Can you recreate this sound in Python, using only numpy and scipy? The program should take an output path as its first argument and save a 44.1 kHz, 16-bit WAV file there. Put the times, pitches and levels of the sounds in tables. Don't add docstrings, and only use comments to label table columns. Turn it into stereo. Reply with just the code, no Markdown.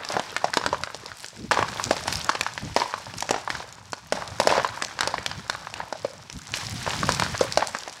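import sys
import numpy as np
from scipy import signal
from scipy.fft import rfft, irfft, next_fast_len
from scipy.io import wavfile
from scipy.ndimage import map_coordinates

SR = 44100
rng = np.random.default_rng(int(sys.argv[2]) if len(sys.argv) > 2 else 0)


def store_wav(level_fs):
    pcm = np.round(np.clip(np.atleast_2d(level_fs), -1, 1) * 32767)
    wavfile.write(sys.argv[1], SR, pcm.T.astype(np.int16))


N = 352800

# start_s, body_db, pitch_hz, crack_db
TIMBER_BURSTS = [(0.0491, -37, 1300, -32.5), (0.1403, -29, 786, -41), (0.1669, -19.5, 650, -36.5),
                 (0.1956, -24, 786, -29), (0.3647, -22, 1520, -25), (0.4431, -17, 710, -31),
                 (0.5344, -27, 1800, -42), (0.539, -28, 1520, -26), (0.5711, -16.5, 1020, -20.5),
                 (0.6135, -31, 1000, -41), (0.639, -27.5, 1230, -39), (0.6629, -20, 1040, -26),
                 (0.7286, -19.5, 810, -35), (0.7453, -25.5, 1130, -41), (0.8357, -26.5, 1300, -29),
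                 (0.8732, -32, 1010, -63), (0.902, -36, 1170, -59), (0.9459, -37, 870, -35),
                 (1.1171, -35, 1460, -54), (1.2445, -37.5, 1810, -32.5), (1.5116, -17.5, 1230, -27),
                 (1.5176, -17.5, 860, -24.5), (1.5445, -33, 1020, -32), (1.5726, -19, 950, -34),
                 (1.5902, -22, 1270, -31.5), (1.6264, -19.5, 1180, -30), (1.7975, -25, 1260, -52),
                 (1.9092, -15.5, 750, -24.5), (1.9664, -30.5, 800, -31), (2.0799, -23.5, 1260, -25.5),
                 (2.126, -33, 1530, -25.5), (2.2926, -17, 1280, -27.5), (2.2959, -19.5, 980, -27.5),
                 (2.352, -24.5, 1120, -34.5), (2.4105, -30, 1620, -18.5), (2.4647, -22.5, 1330, -36.5),
                 (2.5777, -28, 1420, -35.5), (2.764, -16, 810, -22), (2.7715, -23, 860, -31),
                 (2.8181, -19, 960, -32), (2.9394, -23.5, 1070, -36.5), (3.0675, -36.5, 870, -61),
                 (3.139, -39, 690, -38), (3.2245, -26.5, 880, -29.5), (3.292, -24.5, 1340, -30),
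                 (3.3083, -18.5, 635, -21), (3.343, -23.5, 790, -36), (3.362, -29.5, 845, -38),
                 (3.476, -24.5, 1010, -52), (3.5026, -23.5, 1580, -30), (3.5517, -28.5, 1420, -39),
                 (3.603, -34.5, 910, -49), (3.932, -27.5, 1140, -31.5), (4.1236, -18.5, 850, -25.5),
                 (4.1732, -28.5, 834, -52), (4.222, -28, 1090, -46.5), (4.4002, -16.5, 567, -21),
                 (4.4162, -25, 806, -48), (4.4725, -13, 720, -21.5), (4.5125, -22, 705, -29),
                 (4.5238, -17.5, 855, -34), (4.5529, -23, 900, -35), (4.5669, -24, 755, -36),
                 (4.5786, -20.5, 676, -31.5), (4.5979, -22.5, 960, -38), (4.6466, -19.5, 1060, -34),
                 (4.7745, -32.5, 910, -52), (4.8226, -22.5, 1550, -25.5), (4.99, -27, 1320, -34),
                 (5.008, -21.5, 1480, -20.5), (5.032, -24.5, 1290, -32), (5.0743, -25.5, 774, -25.5),
                 (5.1406, -24, 895, -36), (5.1813, -27, 1700, -39.5), (5.2624, -27.5, 2140, -22),
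                 (5.3141, -29.5, 1430, -37), (5.4982, -23, 1410, -24), (5.55, -30, 1100, -46),
                 (5.6708, -31.5, 1340, -54), (5.74, -42, 1020, -30.5), (5.8026, -26.5, 1040, -52),
                 (5.9263, -26, 770, -34.5), (6.0473, -22, 560, -36), (6.2995, -50, 1930, -36),
                 (6.5396, -24, 2320, -33.5), (6.8645, -28, 1060, -36), (6.8767, -22.5, 850, -39),
                 (7.0312, -21.5, 1110, -57), (7.0911, -17.5, 1010, -24.5), (7.1977, -24.5, 1180, -21.5),
                 (7.222, -19.5, 1000, -32), (7.264, -29, 1370, -41), (7.3503, -27.5, 1420, -43),
                 (7.4105, -14.5, 547, -27), (7.5739, -14.5, 720, -22), (7.6241, -19, 920, -38),
                 (7.7488, -25.5, 1070, -33.5), (7.877, -32.5, 860, -47)]
# start_s, level_db, base_hz
SPLINTER_SNAPS = [(0.0886, -32, 5000), (1.061, -35, 4680), (1.262, -42, 6800), (1.2848, -39.5, 7350),
                  (1.8406, -26, 5680), (2.156, -28.5, 4870), (2.2146, -34, 4870), (2.2455, -30, 6620),
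                  (2.8006, -32, 4000), (3.1834, -38, 5350), (3.206, -26, 6200), (3.726, -43, 5900),
                  (3.9216, -40.5, 5640), (4.277, -36, 4400), (4.848, -29.5, 5170), (6.3275, -41, 5860),
                  (7.1215, -26, 6310), (7.1474, -30.5, 4950), (7.2357, -30, 5050), (7.5239, -27, 4240),
                  (7.6723, -27.5, 6400), (7.7869, -35, 6080)]
# time_s, crackle_db, sizzle_db
STEADY_BLAZE = [(0.0, -38.5, -48.5), (0.18, -39.5, -45.5), (0.69, -42, -47.5), (1.2, -49, -48.5),
                (1.54, -58, -48), (1.69, -49, -43), (2.29, -37, -43.5), (2.56, -46.5, -44), (3.5, -45, -47),
                (3.72, -47, -57), (4.01, -55.5, -53), (4.52, -40, -45), (6.3, -50.5, -51),
                (6.97, -40, -35.5), (7.26, -35.5, -38), (8.0, -46.5, -47)]
# start_s, crackle_db, sizzle_db, t60_s
FLARE_UPS = [(0.09, -30.5, -36, 0.48), (0.53, -56, -43, 0.66), (1.51, -27, -41, 0.86),
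             (1.76, -36.5, -41, 1), (1.9, -29, -37, 0.28), (2.06, -34, -35, 0.77), (2.76, -30.5, -33, 0.53),
             (3.14, -60, -50, 0.63), (3.3, -33, -53, 0.46), (3.49, -41, -41, 1), (4.12, -37.5, -43.5, 0.97),
             (4.4, -34.5, -35, 0.38), (4.48, -23.5, -35, 0.72), (5.0, -34, -62, 1),
             (5.75, -32.5, -57, 0.34), (6.528, -39, -33, 1), (6.849, -29, -55, 0.63),
             (7.06, -31, -42, 0.52), (7.399, -22.5, -28, 0.18), (7.57, -28.5, -57, 0.36)]
# middle_s, spread_s, level_db
SAP_POCKETS = [(1.21, 0.023, -49), (1.82, 0.036, -50), (2.15, 0.019, -40), (3.18, 0.015, -47),
               (7.15, 0.033, -47.5), (7.44, 0.013, -44)]
# time_s, relative_db
ROAR_SWELL = [(0.0, -60), (0.69, -49), (1.14, -61), (1.38, -54), (1.54, -48), (2.16, -45), (2.38, -57),
              (3.43, -53.5), (3.72, -57), (3.94, -58), (4.43, -47.5), (4.84, -56), (5.32, -46),
              (5.7, -54.5), (6.3, -54), (7.11, -32.5), (7.73, -60), (8.0, -63)]
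# middle_s, relative_db, pitch_hz
AIR_PUFFS = [(0.159, -38, 175), (0.686, -37, 277), (.725, -39, 112), (1.398, -39.5, 258),
             (1.445, -35.5, 230), (1.71, -40.5, 199), (1.876, -36.5, 260), (2.1, -36.5, 150),
             (2.65, -31, 168), (2.719, -38.5, 120), (3.169, -41.5, 137), (4.141, -40, 201),
             (5.39, -41.5, 176), (6.362, -36, 121), (6.519, -41.5, 128), (6.88, -36, 110), (7.03, -29, 200),
             (7.11, -35, 240), (7.269, -39, 179), (7.569, -41.5, 110)]
# frequency_hz, gain_db
TIMBER_SPECTRUM = [(60, -6.5), (200, 2), (400, 0), (580, 3.5), (720, -2), (900, 0), (1300, -3.5), (1700, 2),
                   (2100, -2), (3000, 0.5), (5000, -6.5), (10000, -44)]
# frequency_hz, gain_db
CRACK_SPECTRUM = [(150, -7.5), (800, 2), (2500, 9.5), (4200, 1.5), (6500, 1), (9000, -6), (12000, -13),
                  (16000, -30)]
# frequency_hz, gain_db
ROAR_SPECTRUM = [(22, -37), (35, -18), (60, -5), (110, 1.5), (180, -2), (300, -14), (500, -38),
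                 (1200, -42.5)]
# frequency_hz, gain_db
RUSH_SPECTRUM = [(100, -17), (300, -10.5), (550, -8), (900, -1), (1700, -5.5), (2400, -8.5), (3500, -13),
                 (8000, -41)]
# frequency_hz, gain_db
HISS_SPECTRUM = [(800, -11), (2200, 1.5), (3200, 0.5), (4200, -6), (6000, -4), (8000, -10), (11000, -16),
                 (15500, -28)]
# frequency_hz, t60_s
YARD_DECAY = [(150, 0.13), (900, 0.46), (4000, 0.52), (12000, 0.22)]
# frequency_hz, correlation (0-1)
STEREO_LIKENESS = [(200, 0.94), (700, 0.95), (1500, 0.75), (3000, 0.13), (5500, 0.21), (12000, 0)]
# frequency_hz, gain_db
LEFT_PORT_RESPONSE = [(100, 5.5), (2200, 0), (3200, -0.5), (4200, 6), (5400, 1.5), (7500, 7.5), (12000, 3)]
# frequency_hz, gain_db
RIGHT_PORT_RESPONSE = [(100, 6), (400, 2.5), (1500, 1.5), (2900, -1), (4300, 8.5), (5500, 10.5), (6800, 3),
                       (8500, -4), (13000, -5.5)]


def pops(crackle_db, stray_crack_db=-13, across_db=1.0):
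    s, db, hz = strays(crackle_db, over_db=4, scatter_db=2.5, pitch_hz=1100, pitch_scatter=0.38, count=50)
    weak = [s, db, hz, db + stray_crack_db]
    start_s, body_db, pitch_hz, crack_db = np.hstack([np.transpose(TIMBER_BURSTS), weak])
    ring_s = 0.027 * amp(0.067 * (body_db + 22.5)) * (1000 / pitch_hz) ** 0.21
    tearing = (ring_s / 0.026)[:, None]
    hollow = np.clip((body_db - crack_db - 4) / 16, 0, .75)[:, None]
    body = knocks(pitch_hz, 0.9 * ring_s, tearing, q=1.28, hollow=hollow, size=1536)
    bright_db = 0.3 * (crack_db + 36) + 0.16 * (crack_db - body_db + 12)
    edge_hz = np.clip(6000 * amp(bright_db), 2000, 15000)
    crack_t60_s = ring_s * (0.71 + 1.1 * hollow.ravel())
    crack = fracture(crack_t60_s, (1.4 + 2.2 * hollow) * tearing, size=1536, sudden=1 - hollow)
    crack = resonant(crack, edge_hz, q=1.2, lowpass=True)
    count = len(start_s)
    board_hz = 2100 * np.exp(0.3 * rng.standard_normal(count))
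    splinter_hz = 4300 * np.exp(0.37 * rng.standard_normal(count))
    board_ring = (0.1 + 1.6 * hollow) * resonant(crack, board_hz, q=7.7)
    splinter_ring = 0.9 * resonant(crack, splinter_hz, q=7.5)
    crack = coloured(crack + board_ring + splinter_ring, CRACK_SPECTRUM)
    pan_db = across_db * rng.standard_normal(count)
    return placed(start_s, body_db, body, pan_db) + placed(start_s, crack_db, crack, pan_db)


def fracture(t60_s, tearing, size, sudden=1):
    t = np.arange(size) / SR
    fade = amp(-60 * t / np.maximum(t60_s, .001)[:, None])
    fibres = spread(rng.standard_normal((2, len(t60_s), size))) * fade
    return sudden * (t == 0) + tearing * unit(fibres) / np.sqrt(size)


def knocks(pitch_hz, t60_s, tearing, q, hollow, size):
    ring = resonant(fracture(t60_s, tearing, size), pitch_hz, q)
    cavity = resonant(ring, pitch_hz, q=2.4)
    body = (1 - hollow) * ring + hollow * cavity
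    return coloured(resonant(body, 3.4 * pitch_hz, q=0.75, lowpass=True), TIMBER_SPECTRUM)


def strays(heat_db, over_db, scatter_db, pitch_hz, pitch_scatter, count):
    start_s = (np.arange(count) + rng.uniform(size=count)) / count * (N - 1) / SR
    strength, detune = np.clip(rng.standard_normal((count, 2)), -2, 2).T
    level_db = heat_db[(start_s * SR).astype(int)] + over_db + scatter_db * strength
    return start_s, level_db, pitch_hz * np.exp(pitch_scatter * detune)


def snaps(sizzle_db):
    weak = strays(sizzle_db, over_db=0.5, scatter_db=2, pitch_hz=6300, pitch_scatter=0.12, count=30)
    start_s, level_db, base_hz = np.hstack([np.transpose(SPLINTER_SNAPS), weak])
    ticks = fracture(np.full(len(start_s), .006), tearing=1.3, size=1024)
    ring = resonant(ticks, 1.15 * base_hz, q=3.7)
    edge = resonant(ticks, 1.9 * base_hz, q=2.1)
    return placed(start_s, level_db, coloured(ring + 0.6 * edge, CRACK_SPECTRUM))


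def heat(column, steady_db, flare_db, catch_s=0.015):
    rows = np.array(FLARE_UPS)
    time_s = np.arange(0, N, 64) / SR
    age_s = np.maximum(time_s[:, None] - rows[:, 0], 0)
    catching = 1 - np.exp(-age_s / catch_s)
    flares = amp(rows[:, column] + flare_db - 60 * age_s / rows[:, -1]) * catching
    flare_power = np.interp(np.arange(N) / SR, time_s, np.sum(flares ** 2, axis=1))
    steady_power = amp(curve(STEADY_BLAZE, column) + steady_db) ** 2
    return 10 * np.log10(steady_power + flare_power)


def crackle(crackle_db, count=800):
    start_s = rng.uniform(0, (N - 1) / SR, count)
    pitch_hz = np.clip(1250 * np.exp(0.47 * rng.standard_normal(count)), 300, 4000)
    extra_db = np.minimum(4.8 * rng.exponential(size=count), 14)
    level_db = crackle_db[(start_s * SR).astype(int)] - 9.5 + extra_db
    bursts = knocks(pitch_hz, np.full(count, .014), tearing=2.2, q=2.5, hollow=.5, size=512)
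    return placed(start_s, level_db, bursts)


def sizzle(sizzle_db, count=1400):
    start_s = rng.uniform(0, (N - 1) / SR, count)
    pitch_hz = 6300 * np.exp(0.54 * rng.standard_normal(count))
    cluster_db = sizzle_db + 2.9 * wobble(5)
    extra_db = np.minimum(4.26 * rng.exponential(size=count), 15)
    level_db = cluster_db[(start_s * SR).astype(int)] - 14.0 + extra_db
    ticks = resonant(fracture(np.full(count, .005), tearing=2.5, size=256), pitch_hz, q=1.9)
    return placed(start_s, level_db, coloured(ticks, CRACK_SPECTRUM))


def sap_spits(ticks_each=16):
    middle_s, spread_s, level_db = np.repeat(SAP_POCKETS, ticks_each, axis=0).T
    count = len(middle_s)
    lag, strength = rng.standard_normal((count, 2)).T
    ticks = fracture(np.full(count, .004), tearing=0.56, size=256)
    ticks = resonant(ticks, hz=rng.uniform(6100, 17000, count), q=3.0)
    return placed(middle_s + spread_s * lag, level_db + 3 * strength, coloured(ticks, CRACK_SPECTRUM))


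def flames(crackle_db, sizzle_db):
    lumps = amp(4.1 * wobble(24)) * coloured(rng.standard_normal((3, N)), ROAR_SPECTRUM)
    at_ports = [[1.5], [3.0]] * lumps[:2]
    roar = unit(lumps[-1] + at_ports) * amp([[-2.2], [1.5]])
    roar *= amp(curve(ROAR_SWELL, column=1) + 1.5)
    rush = scattered_noise(RUSH_SPECTRUM) * amp(crackle_db - 2.5 + 1.76 * wobble(35))
    hiss_db = sizzle_db + 0.094 * (sizzle_db - sizzle_db.mean())
    hiss = scattered_noise(HISS_SPECTRUM) * amp(hiss_db - 2.5 + 1.7 * wobble(54))
    return roar + rush + hiss


def puffs(width_s=0.016, size=6144):
    middle_s, relative_db, pitch_hz = np.transpose(AIR_PUFFS)
    t = (np.arange(size) - size / 2) / SR
    swell = np.exp(-.5 * (t / width_s) ** 2)
    air = resonant(rng.standard_normal((3, len(middle_s), size)), pitch_hz, q=1.5)
    air = air[-1] + air[:2]
    air = resonant(air, 2 * pitch_hz, q=0.56, lowpass=True) * swell
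    return placed(middle_s + t[0], relative_db + 3.5, air) * amp([[-2], [1.5]])


def whistle(start_s=6.63, end_s=6.87, from_hz=790, to_hz=670, level_db=-50):
    progress = np.clip((np.arange(N) / SR - start_s) / (end_s - start_s), 0, 1)
    pitch_hz = from_hz + (to_hz - from_hz) * progress
    return amp(level_db) * np.sin(np.pi * progress) * np.sin(2 * np.pi * np.cumsum(pitch_hz) / SR)


def yard_echo(x, wet_db, clump_db, stretches=16):
    out = np.zeros((2, N + SR))
    for part in np.array_split(np.arange(N), stretches):
        hz, t, noise = signal.stft(rng.standard_normal((2, SR // 2)), SR, nperseg=256)
        decay_db = -60 * t / along(YARD_DECAY, hz)[:, None]
        gain = amp(decay_db + clump_db * rng.standard_normal(len(t)))
        tail = spread(signal.istft(noise * gain, SR, nperseg=256)[1])
        echo = signal.fftconvolve(x[:, part], tail / np.linalg.norm(tail[0]), axes=1)
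        out[:, part[0]:part[0] + echo.shape[1]] += echo
    return amp(wet_db) * out[:, :N]


def scattered_noise(spectrum):
    return unit(spread(coloured(rng.standard_normal((2, N)), spectrum)))


def spread(pair):
    n = pair.shape[-1]
    likeness = np.clip(along(STEREO_LIKENESS, np.fft.rfftfreq(n, 1 / SR)), 0, 1)
    turn = np.arccos(likeness) / 2
    mid = irfft(rfft(pair[0]) * np.cos(turn), n)
    side = irfft(rfft(pair[1]) * np.sin(turn), n)
    return np.array([mid + side, mid - side])


def placed(start_s, level_db, waves, pan_db=0):
    size = waves.shape[-1]
    gain = amp([level_db + pan_db, level_db - pan_db])[..., None]
    scaled = unit(waves) * gain * np.sqrt(.008 * SR / size)
    index = np.round(np.abs(start_s) * SR).astype(int)[:, None] + np.arange(size)
    return np.array([np.bincount(index.ravel(), side.ravel(), N + size)[:N] for side in scaled])


def resonant(waves, hz, q, lowpass=False):
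    size = waves.shape[-1]
    s = 1j * np.fft.rfftfreq(2 * size, 1 / SR) / hz[:, None]
    response = (1 if lowpass else s / q) / (1 + s / q + s * s)
    return irfft(rfft(waves, 2 * size) * response)[..., :size]


def coloured(x, spectrum):
    n = x.shape[-1]
    padded = 2 * next_fast_len(n // 2 + min(n, 4096))
    gain = amp(along(spectrum, np.fft.rfftfreq(padded, 1 / SR)))
    cepstrum = irfft(np.log(gain))
    cepstrum[1:padded // 2] *= 2
    cepstrum[padded // 2 + 1:] = 0
    return irfft(rfft(x, padded) * np.exp(rfft(cepstrum)), padded)[..., :n]


def along(points, hz):
    frequency_hz, value = np.transpose(points)
    return np.interp(np.log(hz + 1), np.log(frequency_hz + 1), value)


def curve(rows, column):
    rows = np.array(rows)
    return np.interp(np.arange(N) / SR, rows[:, 0], rows[:, column])


def wobble(rate_hz):
    knots = rng.standard_normal(int(N * rate_hz / SR) + 4)
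    return map_coordinates(knots, [np.arange(N) * rate_hz / SR])


def unit(x):
    return x / np.sqrt(np.mean(x ** 2, axis=-1, keepdims=True) + 1e-20)


def amp(db):
    return 10 ** (np.asarray(db) / 20)


def scene():
    crackle_db = heat(column=1, steady_db=-2.0, flare_db=1)
    sizzle_db = heat(column=2, steady_db=-0.5, flare_db=1.7)
    bursts = pops(crackle_db) + snaps(sizzle_db)
    echo = yard_echo(bursts, wet_db=-11.5, clump_db=6.5)
    bed = crackle(crackle_db) + sizzle(sizzle_db) + flames(crackle_db, sizzle_db)
    return bursts + echo + bed + sap_spits() + puffs() + whistle()


def record(dry):
    ceiling, low_cut_hz, top_hz = .95, 38, 15900
    left = coloured(dry[0], LEFT_PORT_RESPONSE)
    right = coloured(np.pad(dry[1], (2, 0))[:N], RIGHT_PORT_RESPONSE)
    ports = np.array([left, right])
    saturated = ports / (1 + (ports / ceiling) ** 6) ** (1 / 6)
    hz = np.fft.rfftfreq(N, 1 / SR)
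    low_cut = 1 / np.sqrt(1 + (low_cut_hz / (hz + 1)) ** 6)
    return irfft(rfft(saturated) * low_cut * (hz < top_hz), N)


dry = scene()
out = record(dry)
store_wav(out)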